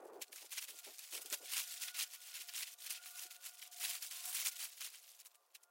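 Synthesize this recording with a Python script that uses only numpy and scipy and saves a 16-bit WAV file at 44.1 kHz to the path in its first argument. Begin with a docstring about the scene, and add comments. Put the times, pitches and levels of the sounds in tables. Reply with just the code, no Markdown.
"""A stiff plastic tarp is unfolded, shaken open and laid on sandy ground outdoors.
At first shoes scuff the sand, in soft air with a hum and a far motor's whine; their noise spectra and sines run on.
Soon each fold, flicked or pulled open, is a swell of tiny ringing creases; hard ones snap as short noisy rings.
In between the sheet slides over itself in thin crackle or rests; the scuffs, pushes of low noise, grow rare.
The whine swells and fades unevenly, and near the end the last folds are faint."""
import sys
import numpy as np
from scipy import signal
from scipy.fft import rfft, irfft, next_fast_len
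from scipy.io import wavfile
from scipy.ndimage import map_coordinates

SR = 44100
rng = np.random.default_rng(int(sys.argv[2]) if len(sys.argv) > 2 else 0)


def transcribe(signal):
    """Save signal, clipped to [-1, 1], as a 16-bit WAV file at the path in sys.argv[1]."""
    frames = np.atleast_2d(signal).T
    limited = np.clip(frames, -1, 1)
    pcm = np.round(limited * 32767).astype(np.int16)
    wavfile.write(sys.argv[1], SR, pcm)


N = 251370  # length in samples
TOP_HZ = 15950  # upper limit of the crease pitches and of the whole sound

# Folds that flick open at once and die away.
# Each row: start in seconds, hold in seconds, level in dB, treble over the middle band in dB.
FLICKS = [(0.222, 0.0024, -42, 2), (0.329, 0.0068, -52.5, 4.5), (0.361, 0.0046, -50, 10),
          (0.38, 0.045, -55.5, -0.5), (0.519, .02, -49, 6), (0.685, 0.022, -51.5, 2.5),
          (0.790, 0.01, -52.5, 5.5), (0.841, 0.055, -57.5, -0.5), (0.993, 0.0053, -48.5, 5),
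          (1.220, 0.0035, -45, 11), (1.261, .005, -52.5, 2), (1.304, .02, -49.5, 6), (1.329, .014, -37, 5),
          (1.946, 0.019, -50.5, -4), (2.9, 0.029, -43, 4.5), (3.108, 0.013, -54.5, 7.5),
          (3.309, 0.019, -53.5, 3.5), (3.618, 0.036, -57, 0), (3.807, 0.0093, -45, 4),
          (4.027, 0.019, -45.5, 4), (4.113, 0.094, -50.5, 3.5), (4.452, 0.033, -38, 5),
          (4.809, 0.017, -45.5, 1.5), (5.258, 0.0095, -53.5, 9), (5.348, 0.011, -68, 8),
          (5.551, .004, -54, 1), (5.633, 0.0043, -60, 16)]
# Folds drawn open by a pull, swelling more gradually and easing off again.
# Each row: start in seconds, hold in seconds, level in dB, treble over the middle band in dB.
PULLS = [(0.045, 0.0072, -68.5, 13), (0.577, 0.01, -44, -0.5), (0.627, 0.017, -49, 4.5),
         (1.035, 0.014, -56, -2), (1.135, 0.043, -46, 5), (1.485, 0.018, -54.5, -11),
         (1.525, 0.084, -40, 4.5), (1.82, 0.016, -45, 2.5), (1.876, 0.0061, -46, -1),
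         (1.992, 0.038, -40, 2.5), (2.145, 0.0087, -51.5, 1.5), (2.24, 0.065, -55.5, 2.5),
         (2.35, 0.036, -49.5, 0), (2.415, 0.0055, -50, 0), (2.49, 0.008, -50, -1), (2.56, 0.07, -44, 1.5),
         (2.67, 0.019, -53.5, 2), (2.858, 0.018, -49, 1.5), (2.95, 0.027, -50.5, -2), (3.06, 0.014, -49, 3),
         (3.19, 0.046, -49, 5), (3.46, 0.016, -47, 3), (3.833, 0.019, -41, 5), (3.875, 0.081, -44.5, 2.5),
         (4.255, 0.095, -47, 12), (4.355, 0.06, -39.5, 4), (4.605, 0.044, -43.5, 5),
         (4.83, 0.044, -49.5, 3), (4.94, 0.022, -59, 3.5)]
# Colour of the plastic, for folds and snaps alike. Each row: frequency in Hz, relative gain in dB.
PLASTIC = [(15, -87), (25, -29), (144, -31.5), (228, -35), (473, -21.5), (710, -12), (881, -14), (1010, -8),
           (1180, -8.5), (1430, -6), (1640, -6), (2330, -1.5), (10500, -1.5), (14200, -5), (15800, -1)]


def crumple(body_hz=1750, bright_hz=5900, panel_hz=2750, panel_width_hz=400, panel_db=1.5):
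    """Each fold sets off a jerky swell of creases: wide panels give body, tight creases give brightness."""
    # attack and release are the time to rise or fall by 20 dB; growth is the change over the hold
    flicks = folding(FLICKS, attack_s=0.011, release_s=0.021, growth_db=-2.5)
    pulls = folding(PULLS, attack_s=0.04, release_s=0.032, growth_db=0)
    middle, treble = flicks + pulls

    def colour(hz):
        # flat panels between the creases favour one broad band
        panel = amp(panel_db / (1 + ((hz - panel_hz) / panel_width_hz) ** 2))
        return shape(PLASTIC, hz) * panel

    sheet = rfft(coloured(crackle(middle + treble), colour))
    hz = np.fft.rfftfreq(N, 1 / SR)
    below_body = 1 / (1 + (hz / body_hz) ** 8)
    below_bright = 1 / (1 + (hz / bright_hz) ** 6)

    def part(band, power):
        # each band flutters on its own, so the colour shifts as the sheet bends
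        fluttering = irfft(sheet * band, N) * amp(1.3 * wobble(90))
        return np.sqrt(power) * unit(fluttering)

    body = amp(-19.5) * part(below_body, middle + treble)
    mids = part(below_bright - below_body, middle)
    brightness = part(1 - below_bright, treble)
    jerks = amp(1.7 * wobble(75))
    return jerks * (body + mids + brightness)


def folding(rows, **envelope):
    """Fold power divided between middle band and treble: tighter folds put more of it in the treble."""
    start, hold, db, bright_db = np.transpose(rows)
    treble_share = 1 / (1 + amp(-bright_db) ** 2)
    bands = []
    for share in (1 - treble_share, treble_share):
        band_db = db + 10 * np.log10(share)
        bands.append(swells(zip(start, hold, band_db), **envelope))
    return np.array(bands)


def crackle(power, crowd_db=-53):
    """Light handling pops creases in small clumps; under strain they crowd into a dense rasp."""
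    few = creases(rate=5500, spread_db=5.5, largest_db=17.5, life_s=0.00014)
    few = unit(few * amp(1.3 * wobble(220) + 1.55 * wobble(59)))
    many = creases(rate=15000, spread_db=3.0, largest_db=17, life_s=0.00008)
    many = unit(many * amp(1.2 * wobble(260) + 0.6 * wobble(80)))
    crowded = power / (power + amp(crowd_db) ** 2)  # an even mix where the level is crowd_db
    mix = np.sqrt(1 - crowded) * few + np.sqrt(crowded) * many
    return unit(scatter(mix, wet_db=-5.5, t60=0.018))


def creases(rate, spread_db, largest_db, life_s):
    """A dense train of buckling creases, each a tiny facet that rings for a moment at its own pitch."""
    count = int(rate * N / SR)
    when, pitch, size, length, phase = rng.random((count, 5)).T[:, :, None]
    t = np.arange(32) / SR
    decay_s = life_s * 2 ** (2 * length - 1)  # from half to double the life
    size_db = np.minimum(-spread_db * np.log(1 - size), largest_db)  # many faint, few strong
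    envelope = amp(size_db) / np.sqrt(decay_s) * np.exp(-t / decay_s)
    rings = envelope * np.sin(2 * np.pi * (pitch * TOP_HZ * t + phase))
    places = (when * N).astype(int) + np.arange(len(t))
    return unit(np.bincount(places.ravel(), rings.ravel(), N)[:N])


# The sheet sliding over itself. Each row: time in seconds, level in dB before the lulls.
SLIDE = [(0.0, -77), (0.17, -73.5), (0.42, -56.5), (0.8, -57), (1.05, -55.5), (1.43, -58), (1.52, -52.5),
         (1.74, -48.5), (2.2, -58.5), (2.66, -56), (2.8, -58.5), (3.3, -55.5), (3.58, -62), (3.85, -52),
         (4.08, -54), (4.48, -50.5), (4.76, -57), (5.2, -62), (5.33, -76), (5.7, -86.5)]
# Moments when the hands stop and the sheet hangs still. Each entry: time in seconds.
PAUSES = [0.306, 0.496, 0.665, 0.825, 1.8, 1.927, 2.096, 2.763, 2.997, 3.291, 3.39, 3.698, 5.238]
# Colour of the sliding sheet. Each row: frequency in Hz, relative gain in dB.
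SLIP = [(25, -41.5), (200, -40.5), (500, -24.5), (1000, -18.5), (1800, -8.5), (2700, -3), (4500, -2),
        (6500, -2), (10000, -3), (13000, -5), (15800, -3.5)]


def sliding(pause_s=0.017, pause_db=8.5):
    """Layers of the sheet drag over each other and the sand, catching and slipping with a thin crinkle."""
    t = np.arange(N) / SR
    # a lull is half as deep pause_s away from its centre
    lull = sum(np.maximum(1 - ((t - s) / pause_s) ** 2 / 2, 0) for s in PAUSES)
    level = amp(curve(SLIDE) - pause_db * lull)
    catching = amp(2.7 * wobble(55))
    crinkle = coloured(crackle(level ** 2), lambda hz: shape(SLIP, hz))
    return level * unit(catching * crinkle)


# Single hard creases popping through.
# Each row: time in seconds, peak level in dB before the lift, the plastic colour and the scatter.
SNAPS = [(0.2229, -30), (0.3601, -33), (0.6838, -38), (0.7891, -37), (0.9842, -33), (1.0504, -38),
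         (1.2181, -34), (1.26, -33), (1.3014, -30), (1.3269, -23), (1.7404, -34), (2.5381, -32),
         (2.5631, -27), (2.8998, -28), (2.9244, -26), (3.1956, -34), (4.0248, -30), (4.1106, -34),
         (4.3166, -29), (4.4604, -22), (4.8085, -33), (4.9571, -34), (5.25, -42), (5.5503, -48),
         (5.6354, -44)]


def snaps(facet_hz=7000, lift_db=1.5, decay_s=0.00025):
    """A hard crease pops through: one sharp edge, then a fraction of a millisecond of ring and noise."""
    pops = np.zeros(N)
    t = np.arange(SR // 200) / SR
    for s, db in SNAPS:
        pitch_hz = facet_hz * np.exp(0.25 * rng.standard_normal())
        ring = np.cos(2 * np.pi * pitch_hz * t)
        pop = (ring + 0.45 * rng.standard_normal(len(t))) * np.exp(-t / decay_s)
        pops[round(s * SR):][:len(t)] += amp(db + lift_db) * pop / np.abs(pop).max()
    return scatter(coloured(pops, lambda hz: shape(PLASTIC, hz)), wet_db=-20.0, t60=0.013)


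# Dull scuffs of shoes on sand.
# Each row: start in seconds, hold in seconds, level in dB before the low cut.
SCUFFS = [(0.0, 0.21, -57), (0.295, .012, -67), (0.333, 0.011, -67), (0.43, .02, -66), (0.69, 0.061, -71),
          (0.872, .022, -59), (1.13, 0.072, -63.5), (1.255, 0.013, -64), (1.325, .02, -56.5),
          (1.412, 0.035, -62), (2.4, 0.013, -74.5), (2.9, 0.01, -76), (3.255, .012, -72)]
# Colour of the grinding sand. Each row: frequency in Hz, relative gain in dB.
SAND = [(40, -15), (110, -24.5), (190, -26.5), (270, -9), (400, 2.5), (620, -2.5), (900, -7.5), (1400, -18),
        (2500, -29), (5000, -65)]


def shoes():
    """Soles grind the sand in short pushes, each easing as the foot settles."""
    power = swells(SCUFFS, attack_s=0.017, release_s=0.036, growth_db=-3)
    grit = unit(noise(SAND) * amp(1.7 * wobble(110)))
    grinding = np.sqrt(power) * grit
    # loose sand gives little thump
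    return coloured(grinding, lambda hz: 1 / np.sqrt(1 + (170 / (hz + 1)) ** 4))


# A far motor's fundamental. Each row: time in seconds, peak level in dB before it wavers.
WHINE = [(0, -81), (1.0, -84), (1.3, -75.5), (1.7, -76.5), (2.85, -83.5), (3.0, -71.5), (3.35, -77.5),
         (3.72, -71.5), (3.88, -63.5), (4.0, -81), (4.28, -66), (4.45, -81), (5.0, -97)]
# The octave above it. Each row: time in seconds, peak level in dB before it wavers.
WHINE_OCTAVE = [(0, -81), (1.0, -90), (1.2, -70), (1.75, -73), (1.91, -60.5), (2.12, -77.5), (2.45, -69.5),
                (2.76, -83), (2.96, -66), (3.35, -69.5), (3.72, -79), (4.55, -71.5), (5.0, -100)]


def motor(pitch_hz=727, second_hz=702):
    """A far motor whines in a tone and its octave, swelling and fading unevenly; a lower, weaker pair beats."""
    levels_db = [curve(WHINE), curve(WHINE_OCTAVE)]
    whine = np.zeros(N)
    for hz, db in [(pitch_hz, 0), (second_hz, -6)]:
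        drifting_hz = hz * (1 + 0.005 * wobble(18))
        phase = 2 * np.pi * np.cumsum(drifting_hz) / SR + 0.3 * wobble(70)
        for harmonic, level_db in enumerate(levels_db, 1):
            whine += amp(db + level_db + 3 * wobble(24)) * np.sin(harmonic * phase)
    return whine


# Distant machinery. Each row: frequency in Hz, rms level in dB before it wavers.
HUM = [(549, -94.5), (705, -89.5), (1055, -95), (1182, -90.5), (1405, -94.5)]
# Colour of the open air. Each row: frequency in Hz, relative gain in dB.
FIELD = [(25, -23.5), (150, -32), (260, -23), (400, -6.5), (600, -2.5), (1100, -2.5), (2000, -14),
         (4000, -21), (9000, -18.5), (15800, -16)]


def field():
    """Soft open air, a slowly wavering noise, with unsteady sines for the hum of distant machinery."""
    t = np.arange(N) / SR
    hum = np.zeros(N)
    for hz, db in HUM:
        level = amp(db + 5.6 * wobble(7.6)) * np.sqrt(2)
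        hum += level * np.sin(2 * np.pi * hz * t + 0.7 * wobble(11))
    air = amp(-79.5 + 0.43 * wobble(0.59)) * noise(FIELD)
    return hum + air


def swells(rows, attack_s, release_s, growth_db):
    """Summed power of strokes that rise, grow or ease while they are held, and die away."""
    power = np.zeros(N)
    for start, hold, db in rows:
        first = max(0, int((start - 3 * attack_s) * SR))
        last = min(N, int((start + hold + 3 * release_s) * SR))
        span = np.arange(first, last)
        t = span / SR - start
        held = np.clip(t / hold, 0, 1) - 0.5
        edges = np.maximum(-t / attack_s, 0) + np.maximum((t - hold) / release_s, 0)
        power[span] += amp(db + growth_db * held - 20 * edges) ** 2
    return power


def scatter(x, wet_db, t60):
    """The sheet and the ground throw back a short tail, drawn anew every 5 ms as the tarp moves."""
    t = np.arange(int(0.03 * SR)) / SR
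    out = np.zeros(N + len(t))
    block = SR // 200
    for start in range(0, N, block):
        tail = rng.standard_normal(len(t)) * amp(-60 * t / t60)
        echo = signal.fftconvolve(x[start:start + block], tail / np.linalg.norm(tail))
        out[start:start + len(echo)] += echo
    return x + amp(wet_db) * out[:N]


def noise(points):
    """Noise of rms 1 with the given spectrum."""
    return unit(coloured(rng.standard_normal(N), lambda hz: shape(points, hz)))


def coloured(x, gain):
    """Causal minimum-phase filter with the given gain over frequency, so that clicks keep a sharp front."""
    m = 2 * next_fast_len(N // 2 + 8192)
    log_gain = np.log(np.maximum(gain(np.fft.rfftfreq(m, 1 / SR)), 1e-6))
    cepstrum = irfft(log_gain)
    # folding the cepstrum onto positive time makes the response causal
    cepstrum[1:m // 2] *= 2
    cepstrum[m // 2 + 1:] = 0
    return irfft(rfft(x, m) * np.exp(rfft(cepstrum)), m)[:N]


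def shape(points, hz):
    """Gain of (Hz, dB) points, read on a log axis."""
    f, db = np.transpose(points)
    return amp(np.interp(np.log(hz + 1), np.log(f), db))


def wobble(rate):
    """A smooth random curve, rate knots a second."""
    knots = rng.standard_normal(int(N * rate / SR) + 4)
    return map_coordinates(knots, [np.arange(N) * rate / SR])


def curve(rows):
    """One value per sample, drawn straight between (seconds, value) points."""
    s, value = np.transpose(rows)
    return np.interp(np.arange(N) / SR, s, value)


def unit(x):
    """Scale to rms 1."""
    return x / np.sqrt(np.mean(x ** 2) + 1e-20)


def amp(db):
    """Decibels to gain."""
    return 10 ** (np.asarray(db) / 20)


def scene():
    """Everything lies straight ahead and reaches both channels alike."""
    sound = crumple() + sliding() + snaps() + shoes() + motor() + field()
    return np.array([sound, sound])


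def record(dry):
    """A steep cut removes everything from the band limit upwards."""
    m = next_fast_len(N + SR // 2)
    passband = np.fft.rfftfreq(m, 1 / SR) < TOP_HZ
    return irfft(rfft(dry, m) * passband, m)[:, :N]


dry = scene()
out = record(dry)
transcribe(out)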